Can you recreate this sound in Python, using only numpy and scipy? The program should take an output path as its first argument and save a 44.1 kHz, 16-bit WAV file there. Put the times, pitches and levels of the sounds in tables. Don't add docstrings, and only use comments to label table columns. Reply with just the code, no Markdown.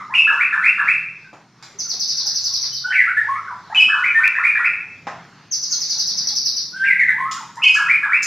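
import sys
import numpy as np
from scipy import signal
from scipy.fft import rfft, irfft, next_fast_len
from scipy.io import wavfile
from scipy.ndimage import uniform_filter1d, minimum_filter1d, map_coordinates

SR = 44100
rng = np.random.default_rng(int(sys.argv[2]) if len(sys.argv) > 2 else 0)


def natural_amplitude(level_db):
    exponent = np.asarray(level_db, float) / 20
    return 10 ** exponent


def store_wav(level_fs):
    pcm = np.round(np.clip(np.atleast_2d(level_fs), -1, 1) * 32767)
    wavfile.write(sys.argv[1], SR, pcm.T.astype(np.int16))


N = 364266


def unit(x):
    return x / np.sqrt(np.mean(x ** 2) + 1e-20)


def along(points, hz):
    f, v = np.transpose(points)
    return np.interp(np.log(hz + 1), np.log(f + 1), v)


def coloured(x, points):
    m = next_fast_len(x.shape[-1] + 8192)
    gain = natural_amplitude(along(points, np.fft.rfftfreq(m, 1 / SR)))
    return irfft(rfft(x, m) * gain, m)[..., :x.shape[-1]]


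def add(out, s, x):
    part = out[:, max(round(s * SR), 0):][:, :x.shape[1]]
    part += x[:, :part.shape[1]]


# (pitch [Hz], time to fade by 60 dB [s])
RING_TIME = [(200, 0.22), (1000, 0.6), (2500, 0.68), (5000, 0.61), (12000, 0.62)]
# (delay [s], level under the direct sound [dB])
WALL_ECHOES = [
    (.017, -5),
    (.038, -8),
]


def room(x, direct_db):
    noise = rng.standard_normal((2, 12001, 2)) @ [1, 1j]
    modes = unit(uniform_filter1d(rng.standard_normal(noise.shape[1]), size=12))
    hz, t, z = signal.stft(irfft(noise * natural_amplitude(2.5 * modes)), SR, nperseg=256)
    fade = natural_amplitude(-60 * t / along(RING_TIME, hz)[:, None])
    tail = signal.istft(z * fade, SR, nperseg=256)[1]
    t = np.arange(tail.shape[1]) / SR
    tail *= 1 - np.exp(-t / 0.0011)
    tail *= 1 + 0.58 * np.exp(-t / 0.099)
    tail /= np.linalg.norm(tail[0])
    tail[0, 0] = natural_amplitude(direct_db)
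    for s, db in WALL_ECHOES:
        tail[0, round(s * SR)] += natural_amplitude(direct_db + db)
    return signal.fftconvolve(x[None], tail, axes=1)


# (multiple of the pitch, level [dB])
VOICE_OVERTONES = [(2, -43), (3, -52.5), (4, -56.5)]
# (pitch [Hz], level [dB])
VOICE_AIR = [(300, -46), (600, -61), (1500, -31), (3500, -26.5), (5000, -40), (7000, -38), (9000, -30.5),
             (11000, -42), (13000, -69.5)]


def syrinx(hz, db, edge, harsh_db=0, air_db=0):
    phase = 2 * np.pi * np.cumsum(hz) / SR
    t = np.arange(len(hz)) / SR
    fade = np.clip(np.minimum(t, t[-1] - t) / edge, 0, 1)
    flutter = 1 + 1.18 * unit(uniform_filter1d(rng.standard_normal(len(t)), size=60))
    upper = 0
    for k, level_db in VOICE_OVERTONES:
        upper = upper + natural_amplitude(level_db) * np.sin(k * phase) * (k * hz < SR / 2)
    air = coloured(rng.standard_normal(len(t)), VOICE_AIR)
    return natural_amplitude(db) * fade * (np.sin(phase) + natural_amplitude(harsh_db) * flutter * upper + natural_amplitude(air_db) * air)


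# (share of length, pitch [Hz], level [dB])
PICKUP_SHAPE = [(0, 824, -3), (.4, 986, -2), (.75, 1057, -8.5), (1, 1502, -8)]
CRY_SHAPE = [(0, 2376, 2.5), (.28, 2877, -13), (.5, 3023, 0.5), (.7, 2770, -5), (1, 2910, -9)]
ARCH_SHAPE = [(0, 1212, -12), (.14, 1626, -16.5), (.19, 1709, -2.5), (.3, 1755, -5.5), (.5, 1619, -3),
              (.68, 1356, -4), (.85, 937, -14), (1, 820, -41)]
HOOK_SHAPE = [(0, 1560, 5.5), (.4, 1882, -3), (1, 1880, -9.5)]
SCOOP_SHAPE = [(0, 874.4, -26), (.6, 1339, -11.5), (1, 1520, -11)]
STEP_SHAPE = [(0, 878, -23), (.6, 1398, -11.5), (1, 1440, -14.5)]
LEAP_SHAPE = [(0, 1650, -18.5), (.08, 1744, -8), (.3, 2340, 1.5), (.55, 2595, -4), (1, 2721, -17)]
LEAN_SHAPE = [(0, 1413, -30), (.25, 1524, -3.5), (1, 1590, -1)]
SWOOP_SHAPE = [(0, 1690, -6.5), (.08, 1773, -2), (.25, 2940, -18.5), (.45, 2344, -1), (.7, 2080, -2.5),
               (1, 1918, -4.5)]
CLIMB_SHAPE = [(0, 861, -32.5), (.27, 934, -26), (.31, 1069, -8), (.7, 1100, -13), (.8, 1269, -15.5),
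               (1, 1358, -22)]
DROP_SHAPE = [(0, 1503, -3), (.4, 1253, -10.5), (1, 860, -4.5)]
RISE_SHAPE = [(0, 798, 0.0088), (1, 1005, 0.038)]
FALL_SHAPE = [(0, 996.5, 0.0079), (1, 778.4, 0.0024)]
HOLD_SHAPE = [(0, 979.8, 0.02), (1, 999.2, 0.052)]
GRACE_SHAPE = [(0, 7420, -10.5), (1, 6590, 13)]
# (time [s], length [s], level [dB], top pitch [Hz], swell toward the end [dB])
PICKUPS_SUNG = [(0.095, 0.039, -31.5, 1525, 9), (0.102, 0.065, -35, 3010, 4), (3.724, 0.03, -35, 2016, 4),
                (7.568, 0.036, -30, 1564, 5.5), (7.569, 0.05, -36, 3060, -6)]
CRIES_SUNG = [(0.139, 0.0267, -8, 2910, -6.5)]
ARCHES_SUNG = [(0.267, 0.053, -8, 1746, -8.5), (.523, 0.035, -4, 1770, -14),
               (.779, 0.039, -7.5, 1737, -11.5), (3.884, 0.078, -9.5, 1761, -8),
               (7.75, .058, -10, 1721, -8), (8.026, 0.041, -8, 1708, -11.5)]
HOOKS_SUNG = [(4.352, 0.023, -15, 1986, -27.5), (4.553, 0.0356, -16.5, 1932, -6)]
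SCOOPS_SUNG = [(0.326, 0.076, -10, 1527, -1), (.57, 0.05, -11.5, 1575, 2.2),
               (.822, 0.063, -20.5, 1532, 1.7), (7.808, 0.07, -15, 1477, 0.5),
               (8.068, 0.044, -12.5, 1535, -0.012)]
STEPS_SUNG = [(3.969, 0.029, -9, 1484, 8), (4.183, 0.044, -9, 1546, 2.5), (4.377, 0.037, -13, 1430, 8.4),
              (4.588, 0.027, -10, 1468, 6)]
LEAPS_SUNG = [(0.389, 0.077, -11.5, 2703, -6.5), (0.621, 0.096, -10, 2784, -3.5),
              (.866, 0.062, -11, 2740, 0), (4.024, 0.069, -16.5, 2564, 8.5), (4.227, 0.038, -12.5, 2727, 5),
              (4.427, 0.047, -18.5, 2526, 20.5), (4.638, 0.036, -10.5, 2716, -2),
              (7.873, 0.082, -14.5, 2558, 6), (8.113, 0.075, -9.5, 2740, -9.5)]
LEANS_SUNG = [(2.826, 0.082, -22.5, 1535, 5.5), (2.84, 0.068, -44, 3080, 8), (6.72, 0.18, -15.5, 1616, -3)]
SWOOPS_SUNG = [(2.914, .085, -13, 2918, 0.56), (6.832, 0.097, -14, 2920, 0.99)]
CLIMBS_SUNG = [(3.243, 0.15, -9.5, 1374, -4), (7.138, .155, -12, 1340, 2.5)]
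DROPS_SUNG = [(3.472, 0.043, -24.5, 1552, 0.15), (7.361, 0.051, -27.5, 1481, -1.7)]
RISES_SUNG = [(3.058, .041, -36, 1550, 23), (3.33, 0.036, -34, 2297, 0.5), (3.699, 0.019, -28.5, 980, -3),
              (3.7, .035, -40, 1990, 3), (7.62, .022, -16.5, 3117, 8)]
FALLS_SUNG = [(0, 0.012, -28.5, 1374, 3), (0, 0.011, -35, 2270, -7), (2.985, .035, -20, 2050, 0),
              (4.36, 0.026, -24.5, 2110, -1), (6.994, .03, -10, 2231, -6), (7.083, 0.019, -9, 2095, -9.5),
              (7.642, 0.015, -12, 3097, -11)]
HOLDS_SUNG = [(.176, 0.019, -8, 2665, 1), (.24, 0.013, -18.5, 2580, 1), (2.962, 0.024, -18, 2237, -4.5),
              (4.578, 0.012, -17, 1890, -3.5), (2.72, 0.0074, -44.5, 3110, 11),
              (2.866, 0.014, -39.5, 892, -7), (3.166, .014, -14.5, 1740, 5), (3.179, 0.0099, -17, 1862, -1),
              (3.747, .011, -11, 2578, -6), (3.757, .014, -16.5, 3048, 0.5),
              (3.773, 0.016, -10.5, 2986, 1.5), (3.781, 0.012, -28, 2340, 5), (3.798, .013, -3, 2591, -6),
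              (6.772, 0.052, -51, 3220, -2), (7.082, .013, -25, 1559, 1.5), (7.196, 0.0285, -48.5, 731, 0),
              (7.639, 0.061, -17.5, 2260, -17), (7.656, 0.02, -7.5, 2543, 2), (7.64, 0.014, -34.5, 4530, 3),
              (7.645, 0.023, -42, 6640, -3), (7.64, 0.026, -47, 8880, -5), (8.145, 0.022, -52, 5180, -4),
              (.155, 0.024, -14, 2840, -2), (4.146, .045, -14, 1815, -1.5), (1.788, 0.0076, -20.5, 6160, 2),
              (5.517, .008, -21, 6140, 0)]
GRACES_SUNG = [(2.392, 0.044, -51, 7480, -4), (2.45, 0.027, -54, 7450, -13),
               (5.69, 0.038, -33.5, 6890, 2.5), (5.791, 0.019, -50, 7430, 2),
               (5.867, 0.045, -41.5, 7320, -18), (1.89, 0.023, -45, 6850, -8), (6.07, .03, -48, 7100, -12),
               (6.529, .04, -49, 6885, -11), (6.64, .02, -53.5, 6950, -13.5)]


def whistles(out):
    song = [(PICKUP_SHAPE, PICKUPS_SUNG), (CRY_SHAPE, CRIES_SUNG), (ARCH_SHAPE, ARCHES_SUNG),
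            (HOOK_SHAPE, HOOKS_SUNG), (SCOOP_SHAPE, SCOOPS_SUNG), (STEP_SHAPE, STEPS_SUNG),
            (LEAP_SHAPE, LEAPS_SUNG), (LEAN_SHAPE, LEANS_SUNG), (SWOOP_SHAPE, SWOOPS_SUNG),
            (CLIMB_SHAPE, CLIMBS_SUNG), (DROP_SHAPE, DROPS_SUNG), (RISE_SHAPE, RISES_SUNG),
            (FALL_SHAPE, FALLS_SUNG), (HOLD_SHAPE, HOLDS_SUNG), (GRACE_SHAPE, GRACES_SUNG)]
    for shape, syllables in song:
        share, shape_hz, shape_db = np.transpose(shape)
        for s, length, db, top_hz, swell_db in syllables:
            u = np.arange(0, 1, 1 / (length * SR))
            glide = uniform_filter1d(np.interp(u, share, shape_hz), size=180) * top_hz / shape_hz.max()
            quaver = unit(uniform_filter1d(rng.standard_normal(len(u)), size=150))
            glide *= 1 + 0.0063 * quaver
            level_db = db + swell_db * u + np.interp(u, share, shape_db)
            harsh_db = min(1.86 * (level_db.max() + 10.5), 14.5)
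            note = syrinx(glide, level_db + 8.0, edge=0.0015, harsh_db=harsh_db)
            add(out, s, room(note, direct_db=-8))


# (time [s], peak level [dB], length [s], swell toward the bottom [dB], bottom pitch [Hz])
RATTLE_BOUTS = [
    [(1.79, -12, 0.024, -8, 3620), (1.892, -11.5, .027, 1, 3605), (1.997, -10, .025, 4, 3790),
     (2.0794, -10, .024, 5.5, 3800), (2.168, -11.5, .028, 6.5, 3740), (2.262, -7.5, 0.019, 0, 3725),
     (2.347, -10.5, .035, -1.5, 3650), (2.4427, -9.5, .029, 1.5, 3680), (2.532, -8.5, 0.02, 3, 3670),
     (2.617, -11.5, .032, 2, 3690), (2.731, -17, 0.035, 7.5, 3770)],
    [(5.518, -8, 0.028, -8, 3720), (5.6246, -10.5, 0.019, -1, 3850), (5.714, -7, 0.025, -6, 3330),
     (5.806, -13.5, 0.031, 5, 3900), (5.894, -10, 0.025, 4.5, 3765), (5.983, -8, .024, 3, 3790),
     (6.068, -11.5, .03, 5, 3757), (6.171, -9, .022, 2.5, 3844), (6.268, -8, .023, 1, 3566),
     (6.356, -9, 0.026, 0, 3870), (6.451, -8, .024, 4, 3794), (6.562, -11.5, .025, 4.5, 3810)],
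]
# (share of length, share of pitch range, level [dB])
CHIRP_SHAPE = [(-.35, 0.97, -26), (-.1, .93, -2), (.05, .85, 0.5), (.3, .58, 2.5), (.55, .36, -1),
               (.85, .22, -6.5), (1.15, .06, -15.5), (1.5, -0.14, -27.5)]
BOUT_TOP_HZ, SAG_HZ_PER_S = [6400, 6516], [190, 330]


def rattle(out):
    share, height, shape_db = np.transpose(CHIRP_SHAPE)
    for bout, first_hz, sag in zip(RATTLE_BOUTS, BOUT_TOP_HZ, SAG_HZ_PER_S):
        for s, db, length, swell_db, bottom_hz in bout:
            u = np.arange(share[0], share[-1], 1 / (length * SR))
            top_hz = first_hz - sag * (s - bout[0][0])
            fall = uniform_filter1d(np.interp(u, share, height), size=120)
            hz = bottom_hz + (top_hz - bottom_hz) * fall
            level_db = db - 2.5 + swell_db * u + np.interp(u, share, shape_db)
            chirp = syrinx(hz, level_db, edge=0.0009, harsh_db=9.5, air_db=1.5)
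            add(out, s + share[0] * length, room(chirp, direct_db=-15))


# (time [s], dull level [dB],
# bright level [dB], tilt [dB per octave])
CAGE_KNOCKS = [(0.145, -44, -14, 6), (0.327, -29.5, -27, -6), (0.844, -35.5, -25, -10.5),
               (1.331, -30, -34, -8), (1.626, -34, -16.5, 3.5), (1.794, -44.5, -24.5, -14),
               (1.937, -34, -34, -5.5), (2.639, -37.5, -100, 5.5), (3.748, -26.5, -28, 5),
               (3.86, -44, -62, -15.5), (5.07, -14.5, -42.5, -4), (7.313, -35, -1, 5.5)]
# (pitch [Hz], level [dB per Hz])
DULL_WOOD = [(70, -43), (150, -22.5), (400, -18), (700, -4.5), (1200, -4), (2000, -7.5), (3500, -21),
             (7300, -28), (8200, -58)]
# (pitch [Hz], level [dB per Hz])
BRIGHT_WIRE = [(1500, -36), (2500, -3), (4000, -5.5), (5000, -0.5), (7200, -3.5), (9000, -17),
               (11000, -22.5), (13500, -62.5)]


def knocks(out):
    t = np.arange(SR // 12) / SR - .02
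    for s, db, bright_db, tilt_db in CAGE_KNOCKS:
        click = np.zeros(len(t))
        click[np.argmax(t >= 0)] = 1
        thud = coloured(unit(coloured(click, DULL_WOOD)), [(125, -3 * tilt_db), (8000, 3 * tilt_db)])
        fade = natural_amplitude(bright_db + 35.0 - 60 * t / 0.026) * (t >= 0)
        tick = unit(coloured(rng.standard_normal(len(t)), BRIGHT_WIRE)) * fade
        add(out, s + t[0], room(natural_amplitude(db - 12) * (thud + tick), direct_db=-11))


# (time [s], level [dB])
WIRE_TICKS = [
    (7.557, -32),
    (7.638, -19.5),
    (7.741, -18),
    (7.746, -12),
    (7.756, -18.5),
    (8.223, -21),
    (8.23, -8),
    (8.239, -14),
]
# (pitch [Hz], level [dB per Hz])
WIRE_COLOUR = [(2500, -35), (4000, -12.5), (5000, 1.5), (6000, -1.5), (7200, 3), (9000, -12),
               (11000, -12.5), (12200, -32), (13500, -56)]


def wires(out):
    t = np.arange(SR // 30) / SR
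    for s, db in WIRE_TICKS:
        fade = natural_amplitude(db - 60 * t / 0.011)
        tick = unit(coloured(rng.standard_normal(len(t)), WIRE_COLOUR)) * fade
        add(out, s, room(tick, direct_db=-7))


# (time [s], peak level [dB], pitch [Hz])
FAR_NOTES = [(1.245, -40.5, 1549), (1.625, -47.5, 1504), (1.747, -47, 391), (1.851, -45.5, 1393),
             (2.2, -47, 1050), (2.224, -50, 1480), (2.254, -42, 807.8), (2.449, -51, 1410),
             (2.509, -44.5, 1079), (5.714, -44, 1427), (5.95, -45, 903), (6.306, -46, 828)]


def far_calls(out):
    for s, db, hz in FAR_NOTES:
        glide = hz * np.linspace(1.04, .96, num=SR // 30)
        add(out, s, room(syrinx(glide, db - 5.0, edge=0.0022), direct_db=5.0))


def patchy(x, depth_db):
    z = signal.stft(x, nperseg=512)[2]
    field = uniform_filter1d(rng.standard_normal(z.shape[1:]), size=6, axis=0)
    field = uniform_filter1d(field, size=16, axis=1)
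    return signal.istft(z * natural_amplitude(depth_db * unit(field)), nperseg=512)[1][:, :N]


# (time [s], level [dB])
INDOOR_BUSTLE = [(0.0, -50), (1.66, -52.5), (1.89, -47.5), (2.46, -55), (4.0, -48), (4.3, -52), (5.02, -49),
                 (5.89, -50), (6.1, -46.5), (6.99, -51), (7.2, -46), (7.43, -51), (7.82, -47.5),
                 (8.26, -56)]
# (time [s], swing [dB])
STREET = [(0, 2), (1.55, -3.5), (1.85, 3), (3.3, 2.5), (3.9, 5), (4.9, 1.5), (6.1, 4), (6.9, -3.5),
          (7.3, 2), (8.26, 2)]
# (pitch [Hz], level [dB per Hz])
HUM_COLOUR = [(53, -29), (90, -17), (118, 2.5), (167, 6.5), (202, 2.5), (258, -2.5), (415, -5),
              (500, -12.5), (650, -52), (1100, -120)]
# (pitch [Hz], level [dB per Hz])
TRAFFIC_COLOUR = [(13, -56.5), (22, -6.5), (27, -19), (43, -31.5), (115, -4.5), (150, -21.5), (250, -120)]
# (pitch [Hz], level [dB per Hz])
HISS_COLOUR = [(200, -51), (300, -12), (700, -9.5), (1200, -6), (1800, -7), (2800, -15), (4200, -14),
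               (5700, -16), (7300, -24.5), (9000, -36), (13000, -45)]
# (pitch [Hz], level [dB])
APPLIANCE_WHINE = [(8608, -81), (12920, -84)]
HUM_DB, TRAFFIC_DB, HISS_DB = -3, -63.5, -50.5
TRAFFIC_FOLLOWS = 0.44


def household():
    t = np.arange(N) / SR
    bustle_db = np.interp(t, *np.transpose(INDOOR_BUSTLE))
    street_db = np.interp(t, *np.transpose(STREET))
    waver, drift = (map_coordinates(knots, [t * 9]) for knots in rng.standard_normal((2, 80)))
    hum = unit(coloured(rng.standard_normal(N), HUM_COLOUR))
    hum *= natural_amplitude(HUM_DB + bustle_db + 0.81 * waver)
    traffic = unit(coloured(rng.standard_normal(N), TRAFFIC_COLOUR))
    traffic *= natural_amplitude(TRAFFIC_DB + TRAFFIC_FOLLOWS * street_db)
    hiss = unit(patchy(coloured(rng.standard_normal((2, N)), HISS_COLOUR), depth_db=2.5))
    hiss = hiss * natural_amplitude(HISS_DB + street_db + 1.5 * drift)
    whine = sum(natural_amplitude(db + 4.5) * np.sin(2 * np.pi * hz * t) for hz, db in APPLIANCE_WHINE)
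    return hiss + hum + traffic + whine + engine()


# (time [s], firing rate [Hz], level [dB])
ENGINE_SPEED = [(0.0, 39.6, -53), (0.3, 42, -60), (0.71, 44.4, -57), (0.959, 40.5, -59),
                (1.679, 40.97, -60), (2.11, 33.24, -59.5), (2.35, 28.46, -57.5), (3.4, 24.6, -59),
                (4.229, 28.55, -69), (4.69, 32.42, -58.5), (4.78, 30.43, -65), (5.17, 33.6, -53),
                (5.5, 38.5, -60.5), (6.99, 40.24, -56), (7.08, 41.5, -52.5), (8.26, 42.65, -58)]
# (multiple of the firing rate, level [dB])
ENGINE_TONES = [(2, -18), (3, 0), (4, 0.5), (5, 0.5), (6, -9), (7, -8), (8, -8.5)]


def engine():
    t = np.arange(N) / SR
    s, firing_hz, level_db = np.transpose(ENGINE_SPEED)
    knots = rng.standard_normal((1 + len(ENGINE_TONES), 40))
    wander, *swings = (map_coordinates(row, [t * 4]) for row in knots)
    speed = np.interp(t, s, firing_hz) * (1 + .006 * wander)
    phase = 2 * np.pi * np.cumsum(speed) / SR
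    tones = 0
    for (k, db), swing in zip(ENGINE_TONES, swings):
        tones = tones + natural_amplitude(db + 4 * swing) * np.sin(k * phase + k * k)
    return natural_amplitude(np.interp(t, s, level_db) + 1.5) * tones


# (pitch [Hz], side level under the middle [dB])
WIDTH = [(3900, -60), (4300, -6), (9000, -5), (13000, -11)]


def scene():
    pair = household()
    for source in (whistles, rattle, knocks, wires, far_calls):
        layer = np.zeros((2, N))
        source(layer)
        pair = pair + layer
    side = coloured(pair[1], WIDTH)
    return np.array([pair[0] + side, pair[0] - side])


# (low [Hz], high [Hz], loud low [Hz], loud high [Hz], level under it [dB])
LOST_BANDS = [(6700, 7000, 4500, 6400, -29), (7000, 7400, 4500, 6400, -31), (7400, 8200, 4500, 6400, -33),
              (8200, 8750, 4500, 6400, -37), (3000, 3300, 2200, 2900, -38), (3300, 3650, 2200, 2900, -40),
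              (7750, 8150, 8450, 9100, -8), (9200, 9500, 8450, 9100, -5), (5700, 6050, 4900, 5500, -10),
              (11100, 11300, 11800, 12500, -9)]


def starve(x):
    hz, _, z = signal.stft(x, SR, nperseg=1024)

    def power(low, high):
        band = np.abs(z[:, (hz >= low) & (hz < high)]) ** 2
        return uniform_filter1d(np.mean(band, axis=(0, 1)), size=5)

    kept = np.ones(z.shape[1:])
    for low, high, loud_low, loud_high, db in LOST_BANDS:
        kept[(hz >= low) & (hz < high)] = power(low, high) > power(loud_low, loud_high) * natural_amplitude(2 * db)
    return signal.istft(z * kept, SR, nperseg=1024)[1][:, :N]


def roll_off(x):
    return signal.sosfilt(signal.butter(12, 15800, fs=SR, output="sos"), x)


# (pitch [Hz], gain [dB])
PHONE_COLOUR = [(6500, -2.5), (7400, -2.5), (7750, -12.5), (8150, -15.5), (8500, -4), (9600, -9),
                (10200, -12.5), (11000, -8.5), (12200, 4.5), (13000, -13.5), (13400, -36.5)]
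# (time [s], level [dB])
SKIPS = [
    (4.2788, -10),
]


def record(dry):
    x = coloured(dry, PHONE_COLOUR)
    needed = np.minimum(1, .86 / (np.abs(x).max(axis=0) + 1e-9))
    gain = uniform_filter1d(minimum_filter1d(needed, size=441), size=441)
    x = starve(x * gain)
    t = np.arange(40) / SR
    skip = np.cos(2 * np.pi * 3000 * t) * np.exp(-t / .00015)
    for s, db in SKIPS:
        x[:, round(s * SR):][:, :len(skip)] += natural_amplitude(db) * skip
    return roll_off(x)


dry = scene()
out = record(dry)
store_wav(out)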